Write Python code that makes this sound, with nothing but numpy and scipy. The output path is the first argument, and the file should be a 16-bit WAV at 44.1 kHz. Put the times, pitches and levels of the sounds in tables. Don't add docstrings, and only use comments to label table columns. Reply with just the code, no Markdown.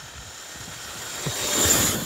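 import sys
import numpy as np
from scipy import signal
from scipy.io import wavfile
from scipy.ndimage import uniform_filter1d, map_coordinates

SR = 44100
rng = np.random.default_rng(int(sys.argv[2]) if len(sys.argv) > 2 else 0)


def materialize(psi):
    bounded = np.clip(np.atleast_2d(psi).T, -1, 1)
    quanta = np.round(bounded * 32767).astype(np.int16)
    wavfile.write(sys.argv[1], SR, quanta)


def voltage_ratio(level):
    return 10 ** (np.asarray(level, float) / 20)


N = 90404
TIME_S = np.arange(N) / SR
PINION_TEETH, SPUR_TEETH = 20, 84
TREBLE_HZ = 8500


def evened(x):
    return x / np.sqrt(np.mean(abs(x) ** 2) + 1e-20)


def curve(rows, axis, t=None):
    rows = np.asarray(rows, float)
    return np.interp(TIME_S if t is None else t, rows[:, 0], rows[:, axis])


def read(points, hz):
    f, value = np.transpose(points)
    return np.interp(np.log(hz + 1), np.log(f + 1), value)


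def drift(hz):
    r = np.exp(-np.pi * hz / SR)
    length = N + SR // 4
    z = rng.standard_normal(length) + 1j * rng.standard_normal(length)
    return evened(signal.lfilter([1], [1, -2 * r, r * r], z)[-N:])


# time_s, turns_per_s
MOTOR_SPEED = [(0, 352), (.52, 360.2), (.91, 364.3), (1.17, 366.7), (1.3, 367.2), (1.56, 364.4),
               (1.63, 361.5), (1.7, 357.5), (1.8, 354), (2.05, 349.5)]


def speed(t=None):
    return curve(MOTOR_SPEED, axis=1, t=t) / np.max(MOTOR_SPEED)


def motor_angle():
    return 2 * np.pi * np.cumsum(curve(MOTOR_SPEED, axis=1)) / SR


# time_s, turned_0_to_2
TURNING = [(0, 0), (.9, .3), (1.3, .92), (1.65, 1.1), (1.79, 2)]


def facing(three, t=None):
    turned = np.clip(curve(TURNING, axis=1, t=t), 0, 2)
    front = three[0] * np.maximum(1 - turned, 0)
    side = three[1] * (1 - abs(turned - 1))
    rear = three[2] * np.maximum(turned - 1, 0)
    return front + side + rear


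# time_s, roar_level_db, whine_over_roar_db, extra_treble_db, extra_drone_db
PASS_LEVELS = [(0, -43, -8, -3, 1.5), (.16, -43, -4.5, -7, 3), (.45, -42, -1.5, -2.5, 1.5),
               (.8, -39.5, -5.5, -4, -0.5), (1.05, -37, -3, -3, -1), (1.23, -35.5, 0.5, -5, -2),
               (1.36, -32.5, -2, -5.5, -5.5), (1.47, -27.5, -2.5, -7.5, -6.5), (1.56, -27, 3.5, -5, -2),
               (1.6, -27, 2.5, -0.5, 0.5), (1.63, -26, 10.5, -1.5, 2), (1.68, -24, -2.5, -2, -4.5),
               (1.707, -24, 11.5, -3.5, 0.5), (1.735, -26.5, 6.5, 4, 0.5), (1.79, -26, 2, 0.5, 0.5),
               (1.88, -27.5, 3.5, -1, -4.5), (1.94, -30.5, -2, -0.5, 3.5), (1.98, -37, 2, -1, 6),
               (2.05, -38, 2, 1, -2)]


def passing(axis, t=None):
    return curve(PASS_LEVELS, axis, t)


def swell_db(hz):
    shape = np.exp(-((TIME_S - .93) / .17) ** 4)
    return (TREBLE_HZ < hz < 13500) * 6 * shape


def noise(db_of, patchy_db, flicker_db):
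    frames, hz = N // 128 + 5, np.fft.rfftfreq(512, 1 / SR)[:, None]
    t = np.arange(frames) * 128 / SR
    a, b, patches, flicker = rng.standard_normal((frames, 257, 4)).T
    patches = uniform_filter1d(patches, size=4, axis=0)
    patches = evened(uniform_filter1d(patches, size=24, axis=1))
    flicker = uniform_filter1d(flicker, size=70, axis=0)
    flicker = evened(uniform_filter1d(flicker, size=4, axis=1))
    bins = np.arange(257)[:, None] / speed(t) ** 8
    places = np.broadcast_arrays(bins, np.arange(frames))
    patches = map_coordinates(patches, places, order=1, mode="mirror")
    db = db_of(hz, t) + facing(patchy_db, t) * patches + flicker_db * flicker
    return signal.istft((a + 1j * b) * voltage_ratio(db), nperseg=512, noverlap=384)[1][:N]


# time_s, level_db
BREEZE_LEVEL = [(0, -50), (.45, -58), (.65, -51), (1.2, -45), (1.55, -45), (1.8, -36), (2.05, -36)]
# pitch_hz, relative_db_per_hz
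BREEZE_SPECTRUM = [(15, -30), (58, 0), (110, -7), (200, -24), (600, -60)]


def breeze():
    low = noise(lambda hz, t: read(BREEZE_SPECTRUM, hz) + 0 * t, patchy_db=[2.4] * 3, flicker_db=1.0)
    return evened(low) * voltage_ratio(curve(BREEZE_LEVEL, axis=1))


# start_s, level_db, pitch_hz, length_s
WIND_PUFFS = [(0.026, -45, 158, 0.056), (0.148, -39, 91, 0.09), (.205, -47, 164, 0.096),
              (0.262, -45, 110, 0.058), (0.541, -46, 109, 0.069), (.553, -38, 263, 0.013),
              (.598, -39, 169, 0.035), (0.674, -38, 202, 0.048), (0.757, -43, 170, 0.03),
              (0.856, -44, 120, 0.022), (0.952, -38, 233, 0.025), (1.099, -48.5, 403, .04),
              (1.258, -25.5, 178, 0.059), (1.2653, -21.5, 505, .007), (1.444, -28, 560, 0.014),
              (1.647, -23, 124, 0.043), (1.751, -25, 418, 0.0245), (1.77, -28.5, 150, 0.057),
              (1.797, -28, 260, 0.034), (1.827, -25, 282, 0.039), (1.884, -27.5, 120, 0.02),
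              (1.95, -29.5, 256, 0.051), (2.014, -33.5, 261, 0.036)]
PUFF_SAG = .62
PUFF_ROUGH = .98
PUFF_RISE = .15


def puffs():
    out = np.zeros(N)
    for (s, db, hz, length), row in zip(WIND_PUFFS, rng.standard_normal((len(WIND_PUFFS), 4000))):
        u = np.arange(0, length, 1 / SR)[:4000] / length
        angle = 2 * np.pi * np.cumsum(hz * (1 - PUFF_SAG * u)) / SR
        swing = np.sqrt(2) * np.sin(angle + row[0])
        smooth = int(SR / hz / 6)
        rough = evened(uniform_filter1d(uniform_filter1d(row, smooth), smooth))[:len(u)]
        shape = np.minimum(u / PUFF_RISE, 1) * np.cos(np.pi * u / 2)
        puff = (swing + PUFF_ROUGH * rough * (1 - u) ** 2) * voltage_ratio(db) * shape
        part = out[round(s * SR):][:len(u)]
        part += puff[:len(part)]
    return out


def wind():
    return breeze() + puffs()


# start_s, level_db
GRIT_TICKS = [(.379, -35), (.605, -34), (.638, -32), (.99, -27), (1.222, -22), (1.471, -17)]
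GRIT_HZ, GRIT_WIDTH_HZ = 6600, 1000
GRIT_DB, GRIT_T60_S = -2, .035


def grit():
    out, t = np.zeros(N), np.arange(3000) / SR
    for (s, db), row in zip(GRIT_TICKS, rng.standard_normal((len(GRIT_TICKS), 2, 3000))):
        z = uniform_filter1d(row, size=int(SR / GRIT_WIDTH_HZ), axis=1)
        ring = evened((z[0] + 1j * z[1]) * np.exp(2j * np.pi * GRIT_HZ * t)).real
        fade = np.minimum(t / .0011, 1) * voltage_ratio(db + GRIT_DB - 60 * t / GRIT_T60_S)
        part = out[round(s * SR):][:3000]
        part += (ring * fade)[:len(part)]
    return out


# pitch_hz, width_hz, front_over_roar_db, side_over_roar_db, rear_over_roar_db
CHASSIS_RINGS = [(3290, 170, -11.5, -14, -12), (4030, 180, -13, -25, -24), (3600, 220, -30, -19, -10),
                 (12800, 500, -25, -25, -30)]
SPUR_THROB = .8


def chassis():
    spur = motor_angle() * PINION_TEETH / SPUR_TEETH
    clock = np.cumsum(speed()) / SR
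    out = np.zeros(N, complex)
    for hz, width_hz, *db in CHASSIS_RINGS:
        ring = drift(width_hz) * np.exp(2j * np.pi * hz * clock)
        throb = 1 + SPUR_THROB * (hz > TREBLE_HZ) * np.cos(spur)
        out += voltage_ratio(facing(db) + swell_db(hz)) * ring * throb
    return np.sqrt(2) * out.real * voltage_ratio(passing(axis=1))


# pitch_hz, relative_db_per_hz
FRONT_COLOUR = [(150, -12.5), (250, -8.5), (582, -3), (895, -3), (1200, -6.5), (1450, 6), (1720, -3.5),
                (1880, -1), (1980, -5.5), (2840, -5), (3260, -2.5), (4940, -7.5), (5380, -6.5), (5860, -7),
                (7090, -1), (8570, -10.5), (9180, -12), (10200, -14.5), (15400, -17)]
SIDE_COLOUR = [(150, -19), (250, -3.5), (405, 1.5), (582, -4), (1060, -7.5), (1880, -9), (2390, -11.5),
               (3750, -11), (5970, -11.5), (7210, -11), (8720, -14), (15400, -16)]
REAR_COLOUR = [(150, -36), (250, 0), (347, -12), (927, -15.5), (1640, -15), (1820, -17), (2790, -23),
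               (3500, -16), (6070, -21), (7090, -14), (9500, -24), (12100, -20), (15400, -23)]
DRONE_HZ = 900


def roar():
    def db_of(hz, t):
        source_hz = np.minimum(hz / speed(t), 15000)
        colour = facing([read(s, source_hz) for s in (FRONT_COLOUR, SIDE_COLOUR, REAR_COLOUR)], t)
        middle = (hz > 1000) & (hz < 6000)
        own = 10 * np.log10((middle * voltage_ratio(2 * colour)).sum(0))
        treble = 1 / (1 + (TREBLE_HZ / (hz + 1)) ** 8)
        drone = 1 / (1 + (hz / DRONE_HZ) ** 4)
        tilt = treble * passing(axis=3, t=t) + drone * passing(axis=4, t=t)
        return colour - own + tilt + passing(axis=1, t=t)
    return noise(db_of, patchy_db=(.8, 2.5, 2.8), flicker_db=1.2)


MESH_DB, SPUR_DB, TOOTH_DB = (-7, -9, -11), (-10, -7, -6), (-10, -7, -7)
COVER_HZ, COVER_WIDTH_HZ = 7140, 650
SPUR_FALL_DB = -2
WOBBLE_DB, WOBBLE_HZ = 2.5, 15


def whine(turns):
    mesh, spur = np.exp(1j * PINION_TEETH * turns), turns * PINION_TEETH / SPUR_TEETH
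    clean = voltage_ratio(facing(MESH_DB) + WOBBLE_DB * drift(WOBBLE_HZ).real)
    clean = clean * np.exp(.5j * drift(WOBBLE_HZ).real)
    sides = sum(voltage_ratio(SPUR_FALL_DB * abs(k)) * drift(13) * np.exp(1j * k * spur)
                for k in (-5, -4, -3, -2, -1, 1, 2, 3))
    teeth = drift(COVER_WIDTH_HZ) * np.exp(2j * np.pi * COVER_HZ * TIME_S)
    out = mesh * (clean + voltage_ratio(facing(SPUR_DB)) * evened(sides)) + voltage_ratio(facing(TOOTH_DB)) * teeth
    return out * voltage_ratio(passing(axis=2))


# multiple_of_motor_speed, width_hz
GEAR_TONES = [(1.615, 16), (5.113, 18), (10.226, 55), (15.34, 35), (25.57, 200), (40, 110)]
# front_over_roar_db, side_over_roar_db, rear_over_roar_db
GEAR_TONE_LEVELS = [(-50, -12, -26), (-12, -18, -15), (-25, -8, -19), (-11, -20, -25), (-18, -23, -32),
                    (-29, -19, -16)]


def gears():
    turns = motor_angle()
    out = whine(turns)
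    for (multiple, width_hz), db in zip(GEAR_TONES, GEAR_TONE_LEVELS):
        level = voltage_ratio(facing(db) + swell_db(multiple * np.max(MOTOR_SPEED)))
        waver = min(.75, 45 / width_hz) + .7 * drift(width_hz)
        out += level * waver * np.exp(1j * multiple * turns)
    return np.sqrt(2) * out.real * voltage_ratio(passing(axis=1))


def scene():
    return (roar() + chassis() + gears() + grit() + wind())[None]


def band_limit(x):
    return signal.sosfilt(signal.butter(12, 16350, fs=SR, output="sos"), x)


def record(dry):
    bass_cut = signal.butter(4, 46, "high", fs=SR, output="sos")
    top_cut = signal.firwin(1023, 15740, window=("kaiser", 9), fs=SR)
    mix = signal.sosfilt(bass_cut, dry)
    mix = signal.oaconvolve(mix, top_cut[None], "same")
    return band_limit(mix)


dry = scene()
out = record(dry)
materialize(out)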